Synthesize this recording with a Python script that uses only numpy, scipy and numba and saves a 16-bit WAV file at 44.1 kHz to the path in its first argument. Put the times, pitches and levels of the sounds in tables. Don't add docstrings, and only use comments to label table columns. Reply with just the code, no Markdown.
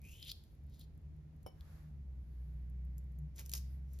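import sys
import numpy as np
from scipy import signal
from scipy.fft import rfft, irfft, next_fast_len
from scipy.io import wavfile
from scipy.ndimage import map_coordinates
from numba import njit

SR = 44100
rng = np.random.default_rng(int(sys.argv[2]) if len(sys.argv) > 2 else 0)


def generate_wav(sig):
    pcm = np.round(np.clip(np.atleast_2d(sig).T, -1, 1) * 32767).astype(np.int16)
    wavfile.write(sys.argv[1], SR, pcm)


N = 176400


def amp(db):
    return 10 ** (np.asarray(db) / 20)

def unit(x):
    return x / np.sqrt(np.mean(x ** 2) + 1e-20)

def along(points, hz):
    freqs, values = np.transpose(points)
    return np.interp(np.log(hz + 1), np.log(freqs + 1), values)

def band(hz, centre, width):
    return 1 / (1 + ((hz - centre) / width) ** 2)

def clock():
    return np.arange(N) / SR

def curves(rows):
    times, *columns = np.transpose(rows)
    return [np.interp(clock(), times, column) for column in columns]

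def wobble(rate):
    return map_coordinates(rng.standard_normal(N // 10), [np.arange(N) * rate / SR])

def filtered(x, response):
    size = next_fast_len(N + SR // 2)
    return irfft(rfft(x, size) * response(np.fft.rfftfreq(size, 1 / SR)), size)[..., :N]

def coloured(x, spectrum, size=2048):
    cepstrum = irfft(np.log(amp(along(spectrum, np.fft.rfftfreq(size, 1 / SR)))))
    fold = np.r_[1, np.full(size // 2 - 1, 2), np.zeros(size // 2)]
    impulse = irfft(np.exp(rfft(cepstrum * fold)))
    return signal.fftconvolve(x, impulse / np.linalg.norm(impulse))[:N]

def crackle(rate, spread_db):
    sizes = amp(spread_db * np.clip(rng.standard_normal(N), -2, 2)) * rng.choice([-1, 1], N)
    return unit(sizes * (rng.random(N) < rate / SR))

@njit
def resonate(x, angle, radius):
    y = np.zeros(len(x))
    for i in range(2, len(x)):
        r = radius[i]
        drive = np.sqrt((1 - r * r) / 2) * (x[i] - x[i - 2])
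        y[i] = drive + 2 * r * np.cos(angle[i]) * y[i - 1] - r * r * y[i - 2]
    return y

# frequency in Hz, left-right correlation.
CORRELATION = [(80, 0.94), (300, 0.81), (2000, 0.053), (8000, 0.062)]
def diffuse(gain):
    def mid_side(hz):
        width = np.arccos(np.clip(along(CORRELATION, hz), -1, 1)) / 2
        return gain(hz) * np.array([np.cos(width), np.sin(width)])
    mid, side = filtered(rng.standard_normal((2, N)), mid_side)
    return unit(np.array([mid + side, mid - side]))

def wash(spectrum):
    return diffuse(lambda hz: amp(along(spectrum, hz)))


# time in seconds, firing rate in Hz, base level in dB.
ENGINE_DRIFT = [(0, 67.96, -55), (.45, 68.7, -68.5), (.65, 71.2, -48), (.9, 71.74, -61.5), (1.1, 75, -53),
                (1.6, 79, -58.5), (1.85, 76.22, -52.5), (2.05, 67.1, -46), (2.25, 61.33, -46),
                (2.75, 62.1, -40.5), (3.2, 63.8, -43.5), (3.38, 64.6, -49.5), (3.55, 65.1, -41.5),
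                (4, 66.86, -44.5)]
# multiple of the firing rate, gain in dB.
ENGINE_ORDERS = [(1, -2), (2, -19), (3, -28)]
BOOM_HZ, BOOM_WIDTH_HZ = 152.5, 8.1
def engine(boom_lift_db=13.5):
    hz, level_db = curves(ENGINE_DRIFT)
    phase = 2 * np.pi * np.cumsum(hz) / SR
    drone = np.zeros(N)
    for order, db in ENGINE_ORDERS:
        lift_db = boom_lift_db * band(order * hz, BOOM_HZ, BOOM_WIDTH_HZ)
        drone += amp(level_db + db + lift_db + wobble(15)) * np.sqrt(2) * np.sin(order * phase)
    return drone

# time in seconds, level in dB.
BOOM_SWELLS = [(0, -61.5), (.6, -70), (1.1, -58.5), (1.5, -68), (1.85, -59.5), (2.3, -63), (2.9, -56),
               (3.12, -58), (3.27, -50.5), (3.38, -68), (3.55, -55), (4, -64)]
# frequency in Hz, gain in dB.
RUMBLE_TONE = [(20, -17.5), (60, 6.5), (125, -7), (300, -19), (500, -30.5), (2000, -68)]
AIR_TONE = [(600, 3), (1200, -6.5), (2000, -5.5), (3000, -11.5), (13000, -22), (15500, -30)]
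def room_tone(rumble_db=-55.5, air_db=-77):
    boom = amp(curves(BOOM_SWELLS)[0]) * diffuse(lambda hz: band(hz, BOOM_HZ, BOOM_WIDTH_HZ))
    return boom + amp(rumble_db) * wash(RUMBLE_TONE) + amp(air_db) * wash(AIR_TONE)

# time in seconds, squelch in dB, fizz in dB.
UNZIP_LEVELS = [(0, -100, -100), (.04, -91, -72), (.13, -81, -64.5), (.2, -92, -70.5), (.262, -84, -67),
                (.298, -46.5, -54.5), (.307, -56, -65), (0.317, -56.5, -53), (.321, -87, -76),
                (.66, -100, -100), (.745, -74.5, -74.5), (.785, -81.5, -82), (.81, -65.5, -70),
                (.847, -76.5, -79), (.86, -110, -110)]
# time in seconds, level in dB.
GAP_RING = [(0, -88.5), (.045, -67.5), (.22, -64), (.29, -51.5), (.305, -67), (.33, -130)]
# frequency in Hz, gain in dB.
WET_TONE = [(300, -40), (1600, -23.5), (2600, -10.5), (3600, 3), (5000, -0.5), (6100, -15.5), (9000, -22.5)]
FIZZ_TONE = [(2000, -29.5), (4500, -9), (7000, 1), (11000, -3.5), (14000, -5.5), (16000, -21)]
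def unzip(gap_hz=2234, rise_hz_per_s=4100, gap_width_hz=370, width_doubles_s=0.17):
    fibres = lambda: crackle(rate=5200, spread_db=8.5)
    opening_s = np.minimum(clock(), GAP_RING[-1][0])
    angle = 2 * np.pi * (gap_hz + rise_hz_per_s * opening_s) / SR
    radius = np.exp(-np.pi * gap_width_hz * 2 ** (opening_s / width_doubles_s) / SR)
    ring = resonate(resonate(fibres(), angle, radius), angle, radius)
    gap = amp(curves(GAP_RING)[0]) * unit(ring * np.sqrt(1 - radius))
    squelch_db, fizz_db = curves(UNZIP_LEVELS)
    squelch = amp(squelch_db) * coloured(fibres(), WET_TONE)
    fizz = amp(fizz_db) * coloured(fibres(), FIZZ_TONE)
    return gap + squelch + fizz

# frequency in Hz, gain in dB.
TREBLE_TONE = [(3000, -54), (7500, 0), (10000, -3.5), (12000, -1), (14500, -5), (16500, -20)]
def snaps(rows, body_tone, body_gain_db, treble_gain_db, scatter, rise_s, t60):
    body, treble = np.zeros((2, N + SR))
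    t = np.arange(-SR // 100, SR // 50) / SR
    for time, body_db, treble_db in rows:
        breaks = rng.standard_normal(len(t)) * amp(-60 * np.maximum(-t / rise_s, t / t60))
        burst = unit(scatter * breaks / np.linalg.norm(breaks) + (t == 0)) / np.sqrt(len(t))
        at = max(0, round((time + 0.0014 + t[0]) * SR))
        body[at:at + len(t)] += amp(body_db + body_gain_db) * burst
        treble[at:at + len(t)] += amp(treble_db + treble_gain_db) * burst
    return coloured(body[:N], body_tone) + coloured(treble[:N], TREBLE_TONE)

# time in seconds, body and treble in relative dB.
WET_HITS = [(0.0159, -73, -67), (0.1979, -71.5, -64), (0.2261, -42.5, -60), (0.2477, -62, -58),
            (0.3158, -34, -54.5), (0.4374, -66, -70), (0.7941, -66, -60), (0.8128, -56.5, -65.5),
            (1.4298, -77, -69), (1.6078, -57.5, -70)]
def wet_snaps():
    return snaps(WET_HITS, WET_TONE, body_gain_db=13.5, treble_gain_db=22.5,
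                 scatter=1.0, rise_s=0.0096, t60=0.0092)

HANDS_LEAVE_S, HANDS_BACK_S = 1.8, 2.6
def sticky_ticks(level_db=-95):
    holding = (clock() < HANDS_LEAVE_S) | (clock() > HANDS_BACK_S)
    return amp(level_db) * holding * coloured(crackle(rate=8, spread_db=4), TREBLE_TONE)

# peak time and half length in seconds, swish in dB, hiss in dB.
SLIDE_SWELLS = [(0.531, 0.037, -101, -85), (1.73, 0.15, -70, -79), (2.421, 0.26, -83.5, -86),
                (3.05, 0.17, -94, -92), (3.727, 0.066, -84, -78.5)]
# frequency in Hz, gain in dB.
SWISH_TONE = [(200, -0.5), (700, -2), (1700, -1.5), (2800, -13), (5000, -14.5), (8000, -14.5),
              (15000, -40.5)]
HISS_TONE = [(2000, -12), (4500, 3), (7000, -14.5), (11500, 6.5), (14000, 0), (16000, -32)]
def slides():
    swish, hiss = np.zeros((2, N))
    for peak_s, half_s, swish_db, hiss_db in SLIDE_SWELLS:
        swell = np.exp(-((clock() - peak_s) / half_s) ** 2)
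        swish += swell * amp(swish_db)
        hiss += swell * amp(hiss_db)
    return swish * wash(SWISH_TONE) + hiss * wash(HISS_TONE)

# frequency in Hz, gain in dB, seconds to fall 60 dB.
PLATE_MODES = [(523, -1, 0.14), (747.6, 11, 0.028), (1020, 0, 0.028), (2260, -11, 0.11), (3022, -6, 0.13),
               (5410, -9.5, 0.17), (5460, -4, 0.08), (9400, -9.5, 0.075), (10095, -6, 0.045),
               (12900, -10, 0.067)]
# frequency in Hz, gain in dB.
KNOCK_TONE = [(100, 5), (550, 2.5), (950, -1.5), (1600, -19.5), (12000, -27.5)]
def clink(start_s=1.4635, ring_db=-54.5, knock_db=-50, knock_t60=0.092, jitter_rad=0.6):
    t = np.maximum(clock() - start_s, 0)
    ring = sum(amp(db - 60 * t / t60) * np.sin(2 * np.pi * hz * t + jitter_rad * wobble(150))
               for hz, db, t60 in PLATE_MODES)
    knock = coloured(rng.standard_normal(N) * (t > 0) * amp(-60 * t / knock_t60), KNOCK_TONE)
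    return amp(ring_db) * ring * (t > 0) + amp(knock_db) * knock

def rub(level_db=-88.5, centre_hz=2060, width_hz=380):
    grip = np.clip(2 * (clock() - HANDS_BACK_S) + 1, 0, 1)
    return amp(level_db + 2 * wobble(10)) * grip * diffuse(lambda hz: band(hz, centre_hz, width_hz))

# time in seconds, body and treble in relative dB.
PEEL_HITS = [(2.9806, -57, -59.5), (2.9866, -74, -70), (3.1872, -70, -66.5), (3.3598, -64, -60),
             (3.3807, -46, -76), (3.3933, -41, -53), (3.4534, -58, -66), (3.46, -48.5, -51),
             (3.494, -42, -47.5), (3.516, -38, -47), (3.5265, -41, -55), (3.5356, -24.5, -35),
             (3.5503, -39, -45.5), (3.576, -44.5, -59), (3.933, -69, -62), (3.9877, -50.5, -61.5)]
# frequency in Hz, gain in dB.
PEEL_TONE = [(300, -20), (1400, -25.5), (2200, -11.5), (3500, -4), (4500, -6), (5400, 1.5), (7200, -1.5),
             (13000, -42)]
def peel_snaps():
    return snaps(PEEL_HITS, PEEL_TONE, body_gain_db=9, treble_gain_db=21.0,
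                 scatter=1.14, rise_s=0.006, t60=0.0096)

# peak time, 20 dB rise and 20 dB fall in seconds, level in dB,
# pith in dB relative to that level.
PEEL_PULLS = [(3.364, 0.009984, 0.033, -68, -35), (3.393, 0.026, 0.05, -53.5, -4.5),
              (3.47, 0.029, 0.34, -75, -5.5), (3.539, .002, 0.02, -54, -2), (3.553, 0.011, 0.046, -47, -14),
              (3.577, 0.0071, 0.0059, -53, -33), (3.949, 0.084, 0.093, -73, -11)]
# frequency in Hz, gain in dB.
SKIN_TONE = [(400, -30), (1500, -26), (3600, -7), (5500, 2), (7500, 4), (11500, -3.5), (14000, 0.5),
             (16000, -18)]
PITH_TONE = [(150, -1), (400, 5.5), (950, 4), (1400, 2), (2100, 5), (3500, 2.5), (6000, -17)]
def rips():
    t = clock()
    skin, pith = np.zeros((2, N))
    for peak_s, rise_s, fall_s, db, pith_db in PEEL_PULLS:
        force = amp(db - 20 * np.maximum((peak_s - t) / rise_s, (t - peak_s) / fall_s))
        skin += force
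        pith += force * amp(pith_db)
    bursting = coloured(skin * crackle(rate=2400, spread_db=1.5), SKIN_TONE)
    tearing = coloured(pith * crackle(rate=1500, spread_db=0.5), PITH_TONE)
    return bursting + tearing

def pop(start_s=3.5365, level_db=-39, hz=2580, t60=0.0032):
    t = np.maximum(clock() - start_s, 0)
    return amp(level_db - 60 * t / t60) * np.sin(2 * np.pi * hz * t)


# frequency in Hz, seconds to fall 60 dB.
TAIL_DECAY = [(1000, 0.39), (4500, 0.41), (14000, 0.29)]
# frequency in Hz, gain in dB.
TAIL_TONE = [(3000, -2), (5200, -1.5), (7000, -7), (12000, -3.5)]
def kitchen(x, tail_db=-13, early_db=-8.5, early_t60=0.046, paths=3, path_step_s=0.012):
    wet = np.zeros((2, N))
    for path in range(paths):
        hz, t, noise = signal.stft(rng.standard_normal((2, SR // 2)), SR, nperseg=256)
        decay = amp(along(TAIL_TONE, hz)[:, None] - 60 * t / along(TAIL_DECAY, hz)[:, None])
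        tail = signal.istft(noise * decay, SR, nperseg=256)[1]
        t = np.arange(tail.shape[1]) / SR
        early = rng.standard_normal(tail.shape) * amp(-60 * t / early_t60) * (t > .001)
        impulse = amp(tail_db) * tail / np.linalg.norm(tail[0])
        impulse += amp(early_db) * early / np.linalg.norm(early[0])
        turn = (clock() / path_step_s + path) % paths
        send = np.sin(np.pi * np.minimum(turn / 2, 1))
        wet += signal.fftconvolve((send * x)[None], impulse, axes=1)[:, :N]
    return wet

# frequency in Hz, radians by which left leads.
LEFT_LEAD = [(1700, 1.5), (3100, 0.57), (4700, 0.56), (6200, -1.22), (11400, -5.5), (12500, -7),
             (15500, -9)]
# frequency in Hz, left minus right in dB.
BALANCE = [(500, 0), (2500, 2.5), (5000, 4.5), (10000, 0)]
def direct(x):
    sides = np.array([[.5], [-.5]])
    return filtered(x, lambda hz: amp(sides * along(BALANCE, hz))
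                    * np.exp(1j * sides * along(LEFT_LEAD, hz)))

def scene():
    close = unzip() + wet_snaps() + sticky_ticks() + clink() + peel_snaps() + rips() + pop()
    return direct(close) + kitchen(close) + slides() + rub() + engine() + room_tone()

# frequency in Hz, gain in dB.
MIC_EQ = [(6800, -0.5), (7700, -3.5), (8400, -12), (9100, -2.5), (10000, 1)]
def record(dry, top_hz=16500):
    return filtered(dry, lambda hz: amp(along(MIC_EQ, hz)) * (hz < top_hz))


dry = scene()
out = record(dry)
generate_wav(out)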